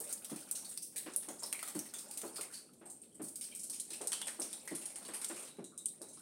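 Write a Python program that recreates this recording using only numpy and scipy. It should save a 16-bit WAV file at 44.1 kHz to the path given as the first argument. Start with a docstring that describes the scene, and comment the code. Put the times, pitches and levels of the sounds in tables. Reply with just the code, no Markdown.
"""A small walled garden in light rain, heard through a microphone that rings between 8 and 9 kHz.
Near drops tick and splash on leaves and gravel: short noise bursts, each with a noise tail for the walls.
Fat drips thud on hollow plastic (a low sine and noise through its resonances); narrow bands of noise make
short ringing notes, some from struck drops, and faint thin whines.
Behind lie a fine patter of drizzle, made of many tiny tuned noise pats, and a steady outdoor murmur."""
import sys
import numpy as np
from scipy import signal
from scipy.fft import rfft, irfft
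from scipy.io import wavfile

SR = 44100
rng = np.random.default_rng(int(sys.argv[2]) if len(sys.argv) > 2 else 0)


def master_out(mix):
    """Clip the mix to full scale and print it as 16-bit PCM to the path in sys.argv[1]."""
    frames = np.transpose(np.atleast_2d(mix))
    ceiling = np.clip(frames, -1, 1)
    pcm = np.round(ceiling * 32767).astype(np.int16)
    wavfile.write(sys.argv[1], SR, pcm)


N = 273861   # length of the scene in samples

# Every single hit, and every filter, is HIT_SIZE samples long.
HIT_SIZE = 16384
AGE = np.arange(HIT_SIZE) / SR   # seconds since the hit began
HIT_HZ = np.maximum(np.arange(HIT_SIZE // 2 + 1) * SR / HIT_SIZE, 1)   # frequencies at which filters are drawn

# How the drizzle swells and fades. Each row: time in seconds, level in dB before the offset of each layer.
DRIZZLE_LEVEL = [(0, -43), (.7, -43.5), (.85, -70), (1, -44.5), (1.15, -44.5), (1.4, -45.5), (2.45, -41.5),
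                 (2.7, -57), (3.1, -63), (3.35, -50.5), (3.7, -56), (4.1, -41.5), (4.8, -43), (5.45, -40.5),
                 (5.65, -60.5), (6.2, -48)]
# What a drop lands on. Each name gives: rise of the splash in seconds, low edge of its sound in Hz.
SURFACES = {"gravel": (0.0038, 6750), "leaf": (0.0025, 3400), "broad leaf": (0.002, 390),
            "bush": (0.0078, 440)}


def from_db(db):
    """Turn decibels into a gain."""
    return 10 ** (np.asarray(db) / 20)


def rms_one(x):
    """Scale to an average strength (rms) of 1."""
    return x / np.sqrt(np.mean(x ** 2) + 1e-20)


def add(out, s, sound):
    """Mix a sound in at time s, in seconds."""
    at = int(np.clip(s * SR, 0, N - 1))
    out[at:at + len(sound)] += sound[:N - at]


def shaped(x, gain):
    """Filter x with the given gain at HIT_HZ, reacting as early as possible (minimum phase)."""
    # Folding the cepstrum, the spectrum of the log gain, puts all of the response after the hit.
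    cepstrum = irfft(np.log(gain + 1e-6))
    cepstrum[1:HIT_SIZE // 2] *= 2
    cepstrum[HIT_SIZE // 2 + 1:] = 0
    response = irfft(np.exp(rfft(cepstrum)))
    return signal.fftconvolve(x, response)[:len(x)]


def colour(points):
    """Draw a smooth gain curve through the (Hz, dB) rows of a table."""
    hz, db = np.transpose(points)
    return from_db(np.interp(np.log(HIT_HZ), np.log(hz), db))


def edge(ratio, order):
    """Butterworth slope: the gain falls where the frequency ratio passes 1."""
    return 1 / np.sqrt(1 + ratio ** (2 * order))


def resonance(hz, db, octaves):
    """Gain of one resonant hump, whose dB are halved at this many octaves from its centre."""
    return from_db(db / (1 + (np.log2(HIT_HZ / hz) / octaves) ** 2))


def droplets(per_s, spread_db, size):
    """Droplets arrive at random as clicks of uneven strength; rms 1."""
    born = rng.random(size) < per_s / SR
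    strength = from_db(spread_db * np.minimum(rng.exponential(1, size), 4))
    sign = rng.choice([-1, 1], size)
    return rms_one(born * strength * sign)


def splash(rise_s, spray_s, spray_db, tail_db, per_s, t60):
    """A brief spray of droplets, with the smooth tail thrown back by walls and foliage."""
    spray = droplets(per_s, 1.14, HIT_SIZE) * from_db(spray_db) * np.exp(-AGE / spray_s)
    tail = rng.standard_normal(HIT_SIZE) * from_db(tail_db - 60 * AGE / t60)   # falls 60 dB in t60 seconds
    rise = np.sqrt(1 - np.exp(-AGE / max(rise_s, 1e-4)))
    return rise * (spray + tail)


def leaf_drops(tick_s=0.00034, tick_gain_db=14.4, softening=0.042, spray_length=2.77, swell_s=0.0029, level_db=.5):
    """Each drop lands with a tick and bursts; the leaf or stone that it meets sets the colour."""
    # The nearer drops. Each row: start in seconds, splash level in dB before level_db and the filters,
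    # tick level in dB before tick_gain_db, ring in Hz, ring strength in dB, surface.
    near_drops = [(.002, -46, 9.5, 8000, 1, "gravel"), (.105, -54.5, 6, 6000, 7, "bush"),
                  (.127, -49, 19, 7200, 6.5, "gravel"), (.246, -51.5, 14, 5600, 3, "leaf"),
                  (.297, -49.5, 2, 1300, 6, "broad leaf"), (.36, -52.5, 8, 5900, 4, "broad leaf"),
                  (.512, -50, 22.5, 7650, 7, "gravel"), (.553, -45.5, 4, 6050, 11, "leaf"),
                  (.647, -52.5, 7, 4400, 12.5, "leaf"), (.688, -49, 0, 5000, -1, "gravel"),
                  (.775, -53.5, 18, 4740, 13.5, "leaf"), (.821, -45, 0, 5370, 8, "gravel"),
                  (.96, -43.5, 6, 1900, 19, "leaf"), (.98, -47.5, 14.5, 3800, 13, "gravel"),
                  (1.162, -50.5, 19, 9860, 15, "gravel"), (1.287, -51, 9, 6940, 8.5, "broad leaf"),
                  (1.394, -66, 10.5, 7140, 23, "bush"), (1.423, -51, 0, 5400, 8, "broad leaf"),
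                  (1.433, -51.5, 13.5, 5330, 15.5, "leaf"), (1.462, -51, 10, 4100, 13, "gravel"),
                  (1.527, -46, 17.5, 2400, 8.5, "broad leaf"),
                  (1.592, -53.5, 13.5, 2200, 15.5, "broad leaf"),
                  (1.628, -47.5, 12, 1270, 12.5, "broad leaf"), (1.676, -49, 10, 7700, 1, "bush"),
                  (1.748, -47.5, 1, 8200, 1, "broad leaf"), (1.791, -52, 17.5, 6050, 13, "leaf"),
                  (1.938, -49, 9, 7400, 5.5, "broad leaf"), (1.986, -51, 9, 5300, 11, "leaf"),
                  (2.111, -53, 15, 4600, 15.5, "gravel"), (2.174, -45.5, 9.5, 7400, 2, "leaf"),
                  (2.216, -55, 15, 6800, 10, "broad leaf"), (2.358, -50, 6, 4830, 13, "bush"),
                  (2.41, -55, 21, 1300, 2, "bush"), (2.537, -49.5, 2, 4400, 16, "leaf"),
                  (2.854, -63, 0, 8300, 10, "bush"), (2.9, -54.5, 9, 7750, 10, "gravel"),
                  (3.017, -72.5, 14, 8100, 17, "gravel"), (3.03, -65, 3, 3200, 8, "broad leaf"),
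                  (3.146, -66, 7.5, 8100, 11, "gravel"), (3.218, -50, 3, 9500, 5, "gravel"),
                  (3.24, -49, 2, 7800, 4, "gravel"), (3.283, -54.5, 14, 9000, 2, "gravel"),
                  (3.357, -48, 11, 5000, 4, "gravel"), (3.411, -45.5, 7.5, 8000, 0.5, "leaf"),
                  (3.44, -50.5, 7, 4500, 6, "leaf"), (3.514, -63, 6, 3000, 16, "broad leaf"),
                  (3.55, -46.5, 8.5, 8000, 0.5, "gravel"), (3.591, -45, 0, 7200, 4.5, "gravel"),
                  (3.633, -44, 6.5, 6600, 4, "gravel"), (3.698, -43.5, 10, 4500, 10.5, "gravel"),
                  (3.727, -44, -5, 4760, 4, "leaf"), (3.799, -45, 15.5, 4200, 9.5, "gravel"),
                  (3.904, -47, 5, 4300, 10, "leaf"), (3.933, -45.5, 7, 2520, 12.5, "leaf"),
                  (4.014, -48, 9, 9000, 1.5, "broad leaf"), (4.072, -42, 16.5, 4100, 2, "gravel"),
                  (4.119, -43, 13, 3130, 10, "broad leaf"), (4.131, -46, 18, 4550, 9, "broad leaf"),
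                  (4.216, -51, 20, 3080, 14, "broad leaf"), (4.27, -43.5, 6.5, 1500, 3, "broad leaf"),
                  (4.282, -51, 17, 1840, 11, "broad leaf"), (4.398, -47, 10, 8160, 8.5, "gravel"),
                  (4.418, -43.5, 11, 5540, 7.5, "leaf"), (4.529, -47.5, 13.5, 3680, 6.5, "leaf"),
                  (4.676, -50, 11, 1980, 15, "broad leaf"), (4.75, -46, 7.5, 10600, 9, "leaf"),
                  (4.81, -53.5, 0, 8000, 3, "bush"), (4.856, -49.5, 10.5, 10600, 6.5, "leaf"),
                  (4.958, -50, 9.5, 2200, 3.5, "broad leaf"), (5.136, -45, 2.5, 10500, 6, "bush"),
                  (5.215, -47, 8, 9800, 3, "broad leaf"), (5.245, -48.5, 20.5, 7700, 2, "leaf"),
                  (5.284, -47, 7, 7500, 5, "gravel"), (5.39, -52, -3, 1300, 9, "bush"),
                  (5.642, -58, 11, 7240, 10, "leaf"), (5.777, -52.5, 11.5, 7800, 10.5, "gravel"),
                  (5.857, -53, 23, 8600, 11.5, "gravel"), (5.884, -53, 14, 3880, 12, "gravel"),
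                  (6.017, -51, 14, 5000, 4, "gravel"), (6.086, -55.5, 5, 6500, 10, "gravel"),
                  (6.132, -62, 4, 9660, 12, "leaf")]
    # Upper limit of the treble in this layer, lower from about 2.5 s on.
    # Each row: time in seconds, limit in Hz.
    treble_limit = [(0, 15000), (2.2, 15000), (2.55, 11400), (3.4, 13000), (3.6, 10200), (5.4, 10700),
                    (6.2, 9800)]
    spray_base_db = 2.0
    spray_follows = 0.58   # the spray grows by this share of the tick, as both mark a near drop
    out = np.zeros(N)
    for s, db, tick_db, ring_hz, ring_db, surface in near_drops + small_drops():
        rise_s, low_hz = SURFACES[surface]
        high_hz = np.interp(s, *np.transpose(treble_limit))

        contact_s = tick_s + softening * rise_s   # a yielding leaf spreads both tick and splash
        tick = rng.standard_normal(HIT_SIZE) * AGE * np.exp(-AGE / contact_s)
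        tick *= from_db(tick_db + tick_gain_db) / np.linalg.norm(tick)

        # A gentle drop flattens longer before it bursts.
        swell = 1 - np.exp(-AGE / (swell_s * from_db(-spray_follows * tick_db)))
        spray_db = spray_base_db + spray_follows * tick_db
        spray_s = spray_length * rise_s
        burst = tick + swell * splash(rise_s, spray_s, spray_db, tail_db=0.0, per_s=2600, t60=0.37)

        leaf = edge(low_hz / HIT_HZ, order=2) * edge(HIT_HZ / high_hz, order=4)
        leaf = leaf * resonance(ring_hz, ring_db, octaves=0.2) * ripple(depth_db=3.0, width_hz=240)
        add(out, s, from_db(db + level_db) * shaped(burst, leaf))
    return out


def small_drops(per_s=14, offset_db=-17.5, spread_db=4.5, tick_db=11.5, ring_db=8):
    """Stray drops at random times, on any surface and pitch, whose strength follows that of the drizzle."""
    rows = []
    names = list(SURFACES)
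    for when, size, pitch, place in rng.random((int(per_s * N / SR), 4)):
        s = when * N / SR
        db = np.interp(s, *np.transpose(DRIZZLE_LEVEL)) + offset_db + spread_db * (2 * size - 1)
        ring_hz = 1500 * 2 ** (2.5 * pitch)
        surface = names[int(place * len(names))]
        rows.append((s, db, tick_db, ring_hz, ring_db, surface))
    return rows


def ripple(depth_db, width_hz):
    """Every leaf and stone has peaks and dips of its own: a random gain curve."""
    knots = np.arange(0, SR / 2, width_hz)
    heights_db = depth_db * rng.standard_normal(HIT_SIZE)[:len(knots)]
    return rms_one(from_db(np.interp(HIT_HZ, knots, heights_db)))


def hollow_drips(soft_hz=3000, boom_db=-22.0, boom_t60=0.1):
    """A fat drip drums on a thin wall that booms low and briefly."""
    # Fat drips. Each row: start in seconds, level in dB before the filters, ring in Hz, spot.
    fat_drips = [(.002, -33.5, 424, "knock"), (.055, -42, 594, "far"), (.314, -35, 295, "boom"),
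                 (.953, -42, 435, "far"), (1.061, -36.5, 330, "slap"), (1.281, -26, 295, "knock"),
                 (1.422, -32, 950, "knock"), (1.75, -33.5, 314, "boom"), (2.231, -24, 313, "knock"),
                 (2.384, -32.5, 394, "knock"), (2.811, -30.5, 322, "far"), (3.196, -33, 333, "boom"),
                 (3.691, -38, 300, "far"), (3.902, -48, 318, "slap"), (4.005, -27.5, 417, "knock"),
                 (4.389, -25.5, 326, "knock"), (4.711, -33, 330, "boom"), (5.009, -30, 231, "far"),
                 (5.085, -39, 364, "slap"), (5.297, -36, 320, "slap"), (5.584, -36.5, 350, "boom"),
                 (6.01, -33.5, 341, "knock")]
    # Spots where drips keep falling on hollow plastic. Each name gives: rise in seconds, low edge in Hz,
    # tilt in dB per octave, ring strength in dB.
    drip_spots = {"boom": (.006, 180, -7.5, 10.5), "knock": (.008, 550, -10.8, 10),
                  "slap": (.012, 200, -2, 10), "far": (0.18, 618, -6.5, 18.5)}
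    # Resonances of the hollow plastic. Each row: centre in Hz, half width in octaves, strength in dB.
    hollow_modes = [(217, .06, 4), (263, 0.027, 3.5), (341.5, 0.055, 4), (440, .05, 2), (593, 0.014, 6.5)]
    out = np.zeros(N)
    wall = edge(145 / HIT_HZ, order=6)
    for hz, octaves, db in hollow_modes:
        wall = wall * resonance(hz, db, octaves)
    for s, db, ring_hz, spot in fat_drips:
        rise_s, low_hz, tilt_db, ring_db = drip_spots[spot]
        boom = np.sin(2 * np.pi * ring_hz * AGE) * from_db(boom_db - 60 * AGE / boom_t60)
        burst = boom + splash(rise_s, spray_s=0.019, spray_db=5.0, tail_db=-0.5, per_s=2500, t60=0.36)
        slope = from_db(tilt_db * np.log2(HIT_HZ / 400))
        body = edge(low_hz / HIT_HZ, order=3) * edge(HIT_HZ / soft_hz, order=2)
        body = body * resonance(ring_hz, ring_db, octaves=0.32)
        add(out, s, from_db(db) * shaped(burst, slope * body * wall))
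    return out


def plinks(rise_s=0.0017, width_hz=270):
    """Each note or whine is a narrow, wavering band of noise that starts fast and dies away."""
    # Short ringing notes, some from struck drops, and faint thin whines near 3.1 and 3.9 kHz.
    # Each row: start in seconds, level in dB, pitch in Hz, time to fall by 60 dB in seconds.
    ringing_notes = [(0.648, -53, 4500, .13), (1.545, -47, 2300, .2), (1.94, -53, 3480, 0.25),
                     (2.38, -47, 1270, 0.1), (2.69, -67, 1320, .13), (2.85, -59, 745, 0.35),
                     (3.115, -79.5, 3120, 2.2), (3.52, -58.5, 2370, .27), (4.222, -46, 3400, .16),
                     (5.47, -65, 3900, 0.84), (5.644, -61, 3900, .34), (5.718, -66, 1250, 0.38),
                     (5.785, -58, 3800, 0.29), (5.9, -60, 3900, 0.15), (6.02, -65, 3920, 0.77),
                     (6.171, -61, 1230, 0.15)]
    out = np.zeros(N)
    for s, db, hz, t60 in ringing_notes:
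        band = signal.butter(2, [hz - width_hz / 2, hz + width_hz / 2], "band", fs=SR, output="sos")
        note = rms_one(signal.sosfilt(band, rng.standard_normal(HIT_SIZE)))
        fade = from_db(db - 60 * AGE / t60)
        rise = 1 - np.exp(-AGE / rise_s)
        add(out, s, note * fade * rise)
    return out


def drizzle(level_db=-10, per_s=28, spread_db=3.5, leaf_q=7, fade_s=0.017, count=24):
    """Countless small drops all over the garden, dealt to leaves of many pitches and blurred by distance."""
    # Colour of the drizzle. Each row: frequency in Hz, gain in dB.
    patter_colour = [(300, 4), (700, 1), (1500, -7), (3000, -9.5), (5000, -8), (8000, -10), (11000, -11),
                     (13000, -14), (16000, -11)]
    patter = np.zeros(N)
    for hz in np.geomspace(450, 14000, count):
        b, a = signal.iirpeak(hz, leaf_q, fs=SR)
        pat = signal.lfilter(b, a, rng.standard_normal(HIT_SIZE) * np.exp(-AGE / fade_s))
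        patter += signal.fftconvolve(droplets(per_s, spread_db, N), pat)[:N]
    s, db = np.transpose(DRIZZLE_LEVEL)
    level = from_db(level_db + np.interp(np.arange(N) / SR, s, db))
    return level * shaped(rms_one(patter), colour(patter_colour))


def murmur():
    """Steady far-off rumble with a faint hiss: white noise through one fixed colour."""
    # Colour of the outdoors. Each row: frequency in Hz, gain in dB applied to white noise of rms 1.
    outdoor_colour = [(25, -75), (55, -64), (105, -56.5), (160, -48.5), (220, -43), (400, -49), (600, -57),
                      (1000, -72), (2000, -87), (3300, -86), (7000, -83), (9000, -74), (16000, -90)]
    noise = rng.standard_normal(N + HIT_SIZE)
    return shaped(noise, colour(outdoor_colour))[HIT_SIZE:]   # skip the start, where the filter fills up


def scene():
    """Near drops, drips and ringing notes over the drizzle and the murmur."""
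    near = leaf_drops() + hollow_drips() + plinks()
    return (near + drizzle() + murmur())[None]


def record(dry):
    """The microphone port rings in the treble; a steep low-pass cuts the top."""
    # Resonance of the microphone port. Each row: frequency in Hz, gain in dB.
    port_ring = [(5000, -1), (7000, 0.5), (7800, 4.5), (8400, 13), (9000, 12), (10000, 8), (11000, 4.5),
                 (12200, 0), (15600, -1)]
    coloured = shaped(dry[0], colour(port_ring))
    low_pass = signal.ellip(10, .2, 70, 15900, fs=SR, output="sos")   # cutoff in Hz
    return signal.sosfilt(low_pass, coloured)[None]


dry = scene()
out = record(dry)
master_out(out)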